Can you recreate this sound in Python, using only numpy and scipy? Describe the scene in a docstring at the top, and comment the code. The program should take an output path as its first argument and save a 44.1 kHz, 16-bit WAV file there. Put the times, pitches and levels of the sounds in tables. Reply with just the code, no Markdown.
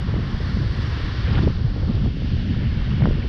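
"""A small camera on a windy beach. From the start, eddies carried over the microphone port make a rumble that
flutters and swells with each gust, and behind it surf over rocks hisses as coloured noise in flickering bands.
Single hard buffets, short swings of pressure, soon strike through. Later a wave spurts up now and then in
brief bursts of narrow-band noise, and a few faint ticks sound in the treble as very short pulses."""
import sys
import numpy as np
from scipy import signal
from scipy.fft import rfft, irfft, next_fast_len
from scipy.io import wavfile
from scipy.ndimage import uniform_filter1d, map_coordinates

SR = 44100
rng = np.random.default_rng(int(sys.argv[2]) if len(sys.argv) > 2 else 0)


def transcribe(signal):
    """Save signal, clipped to [-1, 1], as a 16-bit WAV file at the path in sys.argv[1]."""
    frames = np.atleast_2d(signal).T
    limited = np.clip(frames, -1, 1)
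    pcm = np.round(limited * 32767).astype(np.int16)
    wavfile.write(sys.argv[1], SR, pcm)


N = 144648
t = np.arange(N) / SR

# All levels below are those of the sources, ahead of the camera's own stage.
# Gusts on the port. Each row: time in seconds, then the levels in dB of the rumble (nominal, ahead of
# its evening), the small eddies and the finest eddies.
GUST_LEVELS = [(0.02, -21.5, -35.5, -41), (0.06, -34, -24.5, -51), (0.09, -19, -40, -39.5),
               (0.13, -21.5, -27.5, -42.5), (0.32, -29.5, -34.5, -41), (0.35, -22.5, -27.5, -44),
               (0.38, -25.5, -37, -40.5), (0.57, -22, -28, -41.5), (0.63, -16.5, -35.5, -39.5),
               (0.77, -28.5, -37.5, -43), (0.8, -16.5, -27, -52), (0.81, -22.5, -38, -40),
               (1.09, -27.5, -35.5, -41), (1.23, -24.5, -35.5, -41.5), (1.26, -21, -33.5, -36.5),
               (1.48, -15.5, -21.5, -37.5), (1.54, -29.5, -34.5, -44.5), (1.66, -18, -33, -41),
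               (1.71, -28.5, -36.5, -43), (1.88, -19.5, -28, -38), (1.91, -34, -27, -33.5),
               (1.93, -26.5, -40.5, -46), (1.95, -19, -32, -40.5), (2.08, -19, -26, -40),
               (2.1, -24.5, -35, -45), (2.15, -35, -28.5, -46), (2.3, -22.5, -33.5, -41),
               (2.34, -21, -24.5, -38.5), (2.36, -20.5, -32.5, -41), (2.47, -25, -24.5, -41),
               (2.68, -20, -28.5, -43.5), (2.73, -24.5, -32, -42.5), (2.99, -22, -25.5, -43.5),
               (3.02, -19, -15, -41), (3.12, -20, -28, -40.5), (3.26, -26, -29.5, -41)]
# Slow heave of the largest eddies. Each row: time in seconds, level in dB.
HEAVE_LEVELS = [(0.02, -34.5), (0.39, -29), (0.98, -40), (1.02, -24), (1.15, -34.5), (1.38, -21.5),
                (1.41, -24.5), (1.81, -30.5), (2.45, -29.5), (2.54, -38), (2.57, -24.5), (3.06, -34.5),
                (3.1, -20.5), (3.26, -32.5)]
# Pressure spectrum of the eddies at mean wind speed. 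Each row: frequency in Hz, relative density in dB per Hz.
EDDY_SPECTRUM = [(12, -38), (20, -9), (68, -3), (108, -4), (166, -10.5), (195, -9.5), (225, -14),
                 (426, -21), (698, -31), (900, -34), (1170, -65), (1980, -120)]
# Surf. Each row: time in seconds, then the levels in dB of the lower treble, the low band, the middle band,
# the top air and the upper treble.
SURF_LEVELS = [(0.02, -47.5, -45, -45.5, -82, -51), (0.24, -49, -44, -45.5, -78, -50),
               (0.47, -47.5, -44, -44, -75.5, -47.5), (0.67, -48, -47.5, -44, -75.5, -47.5),
               (0.89, -46, -42, -42.5, -74, -46), (1.05, -44.5, -44.5, -42.5, -75.5, -46),
               (1.21, -45.5, -44, -43.5, -78.5, -45.5), (1.32, -42.5, -41, -43, -77, -48),
               (1.44, -46, -43, -46.5, -79, -48), (1.59, -52, -51, -48, -85, -52),
               (1.91, -49.5, -48, -50, -85, -50.5), (2.04, -48.5, -50, -49.5, -85, -50.5),
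               (2.15, -49.5, -57.5, -52.5, -84, -51.5), (2.3, -45.5, -52.5, -47.5, -85, -49),
               (2.48, -45.5, -55, -46.5, -84.5, -50.5), (2.74, -47, -50.5, -45.5, -86, -52),
               (2.9, -46.5, -49, -45.5, -84, -51), (3.26, -47.5, -52, -48, -86, -52.5)]
# Colour of the surf through the camera housing. Each row: frequency in Hz, relative density in dB per Hz.
SURF_SPECTRUM = [(410, -22.5), (700, -9), (814, -6), (869, -8), (1010, -1), (1460, -4), (1840, -4.5),
                 (2420, -9.5), (2950, -6.5), (3240, -6), (3700, -9), (4760, -10), (5430, -15.5),
                 (6620, -34), (7400, -43.5), (9000, -41.5), (10500, -47), (12500, -64.5)]
# Highest band centre, in Hz, of the low, middle, lower treble and upper treble; the air lies above.
SURF_BAND_TOPS = [1450, 2400, 3800, 7200]
# Hard buffets. Each row: centre in seconds, envelope peak in dB ahead of the port's low-pass, pitch in Hz,
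# cycles between the 1/e points of the envelope.
BUFFET_SWINGS = [(0.141, -22.5, 447, 1.15), (0.164, -16.5, 300, 0.75), (0.188, -21.5, 348, 0.92),
                 (0.571, -16.5, 307, 0.48), (0.603, -23.5, 300, 2), (0.791, -20, 300, 0.63),
                 (1.392, -16, 255, 1.05), (1.475, -9, 382, 1.3), (1.478, -22, 700, 1.3),
                 (1.485, -15, 215, 1.6), (1.504, -22, 299, 0.74), (1.899, -11.5, 207, 2.6),
                 (2.06, -19.5, 546, 0.6), (2.066, -12, 223, 1.1), (2.17, -24.5, 350, 1.1),
                 (2.221, -24.5, 450, 1.17), (2.368, -28, 550, 1), (2.565, -24, 348, 0.73),
                 (3.009, -23, 550, 0.92), (3.0215, -15, 516, 0.71), (3.041, -19, 400, 0.8),
                 (3.0563, -7, 750, 0.34), (3.073, -12, 396, 0.89), (3.088, -14.5, 300, 1.4),
                 (3.11, -15.5, 420, 0.99), (3.1108, -25.5, 1300, 1.1), (3.064, -24, 552, 1.3),
                 (3.172, -19, 250, 1.2), (3.25, -21, 350, 1.16)]
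# Spurts of a wave against the rocks. Each row: peak time in seconds, rms level at the peak in dB,
# centre in Hz, time from the peak to 1/e in seconds.
SPURT_BURSTS = [(1.277, -41, 1900, 0.012), (1.337, -38.5, 1000, 0.021), (1.312, -41, 3800, 0.0053),
                (1.331, -38, 4000, 0.0048), (1.353, -36.5, 1900, 0.0076), (1.355, -39.5, 3300, .006),
                (1.382, -33.5, 800, 0.014), (1.385, -32.5, 1470, 0.018), (1.384, -40.5, 3000, 0.012),
                (1.425, -43, 900, 0.0073), (1.434, -45, 3700, 0.013), (1.953, -42, 4000, .004),
                (2.547, -40.5, 1200, 0.0061), (2.818, -40, 900, 0.0065), (2.843, -48, 2900, 0.0058),
                (2.915, -39.5, 1080, .006), (3.024, -38, 1900, .005), (3.039, -38, 1800, 0.005),
                (3.228, -39, 2000, 0.0037)]
# Faint ticks. Each row: time in seconds, pulse peak in dB ahead of the high-pass.
TICK_PULSES = [(1.343, -50), (3.0975, -41), (3.103, -50), (3.1085, -44), (3.114, -47)]

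SPEED_FLUTTER, FLUTTER_RATE = 0.08, 60  # rms of log wind speed, changes per second
RUMBLE_FROM_HZ, SMALL_FROM_HZ, FINE_FROM_HZ = 50, 150, 300  # limits between eddy sizes
FLURRY_DB, FLURRY_RATE = 2.2, 110  # rms in dB, changes per second
EVEN_S, EVENNESS = 0.025, 0.36  # averaging time in seconds; 0 leaves the rumble as is, 1 nearly flattens it
SWELL_DB, SWELL_RATE = 0.3, 1.1  # rms in dB, changes per second
FIZZ_DB, FIZZ_RATE = 0.18, 59
FLICKER_DB, FLICKER_RATE = 1.0, 9
PORT_TOP_HZ = 1910
SPURT_SPREAD = 1.33  # ratio of each band limit to the centre
TICK_S, TICK_FROM_HZ = 0.000035, 7000  # time from the peak to 1/e, high-pass corner
CAMERA_TOP_HZ = 12700


def undb(db):
    """Amplitude ratio from its logarithmic level in dB."""
    return 10 ** (np.asarray(db) / 20)


def unit(x):
    """Normalization by the root mean square, which becomes 1."""
    return x / np.sqrt(np.mean(x ** 2))


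def column(table, order):
    """Linear interpolation of one column of a table over time."""
    rows = np.array(table, float)
    return np.interp(t, rows[:, 0], rows[:, order])


def walk(rate):
    """Smoothing of white noise by two moving averages: about rate changes a second, rms 1."""
    k = max(int(SR / rate), 2)
    once = uniform_filter1d(rng.standard_normal(N), k)
    return unit(uniform_filter1d(once, k))


def bands(colour, centres, size):
    """Spectral shaping of white noise, split into overlapping bands whose power weights add up to 1."""
    log_f = np.log(np.maximum(np.fft.rfftfreq(size, 1 / SR), 1))
    rows = np.array(colour, float)
    density_db = np.interp(log_f, np.log(rows[:, 0]), rows[:, 1])
    spectrum = rfft(rng.standard_normal(size)) * undb(density_db)
    for hat in np.eye(len(centres)):
        power_share = np.interp(log_f, np.log(centres), hat)
        yield irfft(spectrum * np.sqrt(power_share), size)


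def wind():
    """Frozen turbulence: a fixed eddy pattern passes the port at fluttering speed, its finest part in flurries."""
    place = np.cumsum(np.exp(SPEED_FLUTTER * walk(FLUTTER_RATE)))  # distance carried, in samples
    size = next_fast_len(2 * N)
    centres = 30 * 2 ** np.arange(0, 5.1, 0.5)  # half octaves
    deep, rumble, small, fine = 0, 0, 0, 0
    flurry = undb(FLURRY_DB * walk(FLURRY_RATE))
    for hz, band in zip(centres, bands(EDDY_SPECTRUM, centres, size)):
        heard = map_coordinates(band, [place], order=1, mode="wrap")
        if hz < RUMBLE_FROM_HZ:
            deep = deep + heard
        elif hz < SMALL_FROM_HZ:
            rumble = rumble + heard
        elif hz < FINE_FROM_HZ:
            small = small + heard
        else:
            fine = fine + heard * flurry
    # Dividing by a power of the local strength evens the rumble.
    rumble = unit(rumble)
    power = uniform_filter1d(rumble ** 2, int(EVEN_S * SR))
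    rumble = rumble / (power + 0.037) ** (EVENNESS / 2)
    out = unit(deep) * undb(column(HEAVE_LEVELS, order=1))
    for order, part in enumerate((rumble, small, fine), start=1):
        out = out + unit(part) * undb(column(GUST_LEVELS, order))
    return out


def surf():
    """Superposition of countless bursting bubbles: noise bands swell and fizz together but flicker alone."""
    centres = 500 * 2 ** np.arange(0, 4.8, 1 / 3)  # third octaves
    shared_db = SWELL_DB * walk(SWELL_RATE) + FIZZ_DB * walk(FIZZ_RATE)
    parts = np.zeros((len(SURF_BAND_TOPS) + 1, N))
    for band, hz in zip(bands(SURF_SPECTRUM, centres, N), centres):
        flicker_db = FLICKER_DB * walk(FLICKER_RATE)
        parts[np.searchsorted(SURF_BAND_TOPS, hz)] += band * undb(shared_db + flicker_db)
    low, middle, treble, upper, air = parts
    out = 0
    for order, part in enumerate((treble, low, middle, air, upper), start=1):
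        out = out + unit(part) * undb(column(SURF_LEVELS, order))
    return out


def buffets():
    """Pressure transients: each buffet is a short swing under a bell envelope, low-passed at the port."""
    out = np.zeros(N)
    phases = 2 * np.pi * rng.random(len(BUFFET_SWINGS))
    for (s, db, hz, cycles), phase in zip(BUFFET_SWINGS, phases):
        k = slice(max(int((s - 0.03) * SR), 0), int((s + 0.03) * SR))
        turns = (t[k] - s) * hz
        envelope = np.exp(-np.abs(2 * turns / cycles) ** 1.5)
        out[k] += undb(db) * envelope * np.cos(2 * np.pi * turns + phase)
    return signal.sosfilt(signal.butter(4, PORT_TOP_HZ, fs=SR, output="sos"), out)


def spurts():
    """Band-limited noise bursts: each spurt is noise around its own pitch under a Gaussian envelope."""
    out = 0
    for s, db, hz, length in SPURT_BURSTS:
        limits = [hz / SPURT_SPREAD, hz * SPURT_SPREAD]
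        sos = signal.butter(3, limits, "bandpass", fs=SR, output="sos")
        noise = unit(signal.sosfiltfilt(sos, rng.standard_normal(N)))
        envelope = np.exp(-((t - s) / length) ** 2)
        out = out + undb(db) * envelope * noise
    return out


def ticks():
    """Brevity gives a broad spectrum: each tick is a very short Gaussian pulse, thinned by a high-pass."""
    out = sum(undb(db) * np.exp(-((t - s) / TICK_S) ** 2) for s, db in TICK_PULSES)
    return signal.sosfilt(signal.butter(2, TICK_FROM_HZ, "highpass", fs=SR, output="sos"), out)


def scene():
    """Superposition of the pressures of wind, surf, buffets, spurts and ticks in one channel."""
    return (wind() + surf() + buffets() + spurts() + ticks())[None]


def record(dry):
    """Saturation and band limiting: the camera rounds the loudest buffets and cuts the top."""
    rounded = np.tanh(1.596 * dry) / 1.535
    return signal.sosfilt(signal.ellip(8, 0.2, 70, CAMERA_TOP_HZ, fs=SR, output="sos"), rounded)


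dry = scene()
out = record(dry)
transcribe(out)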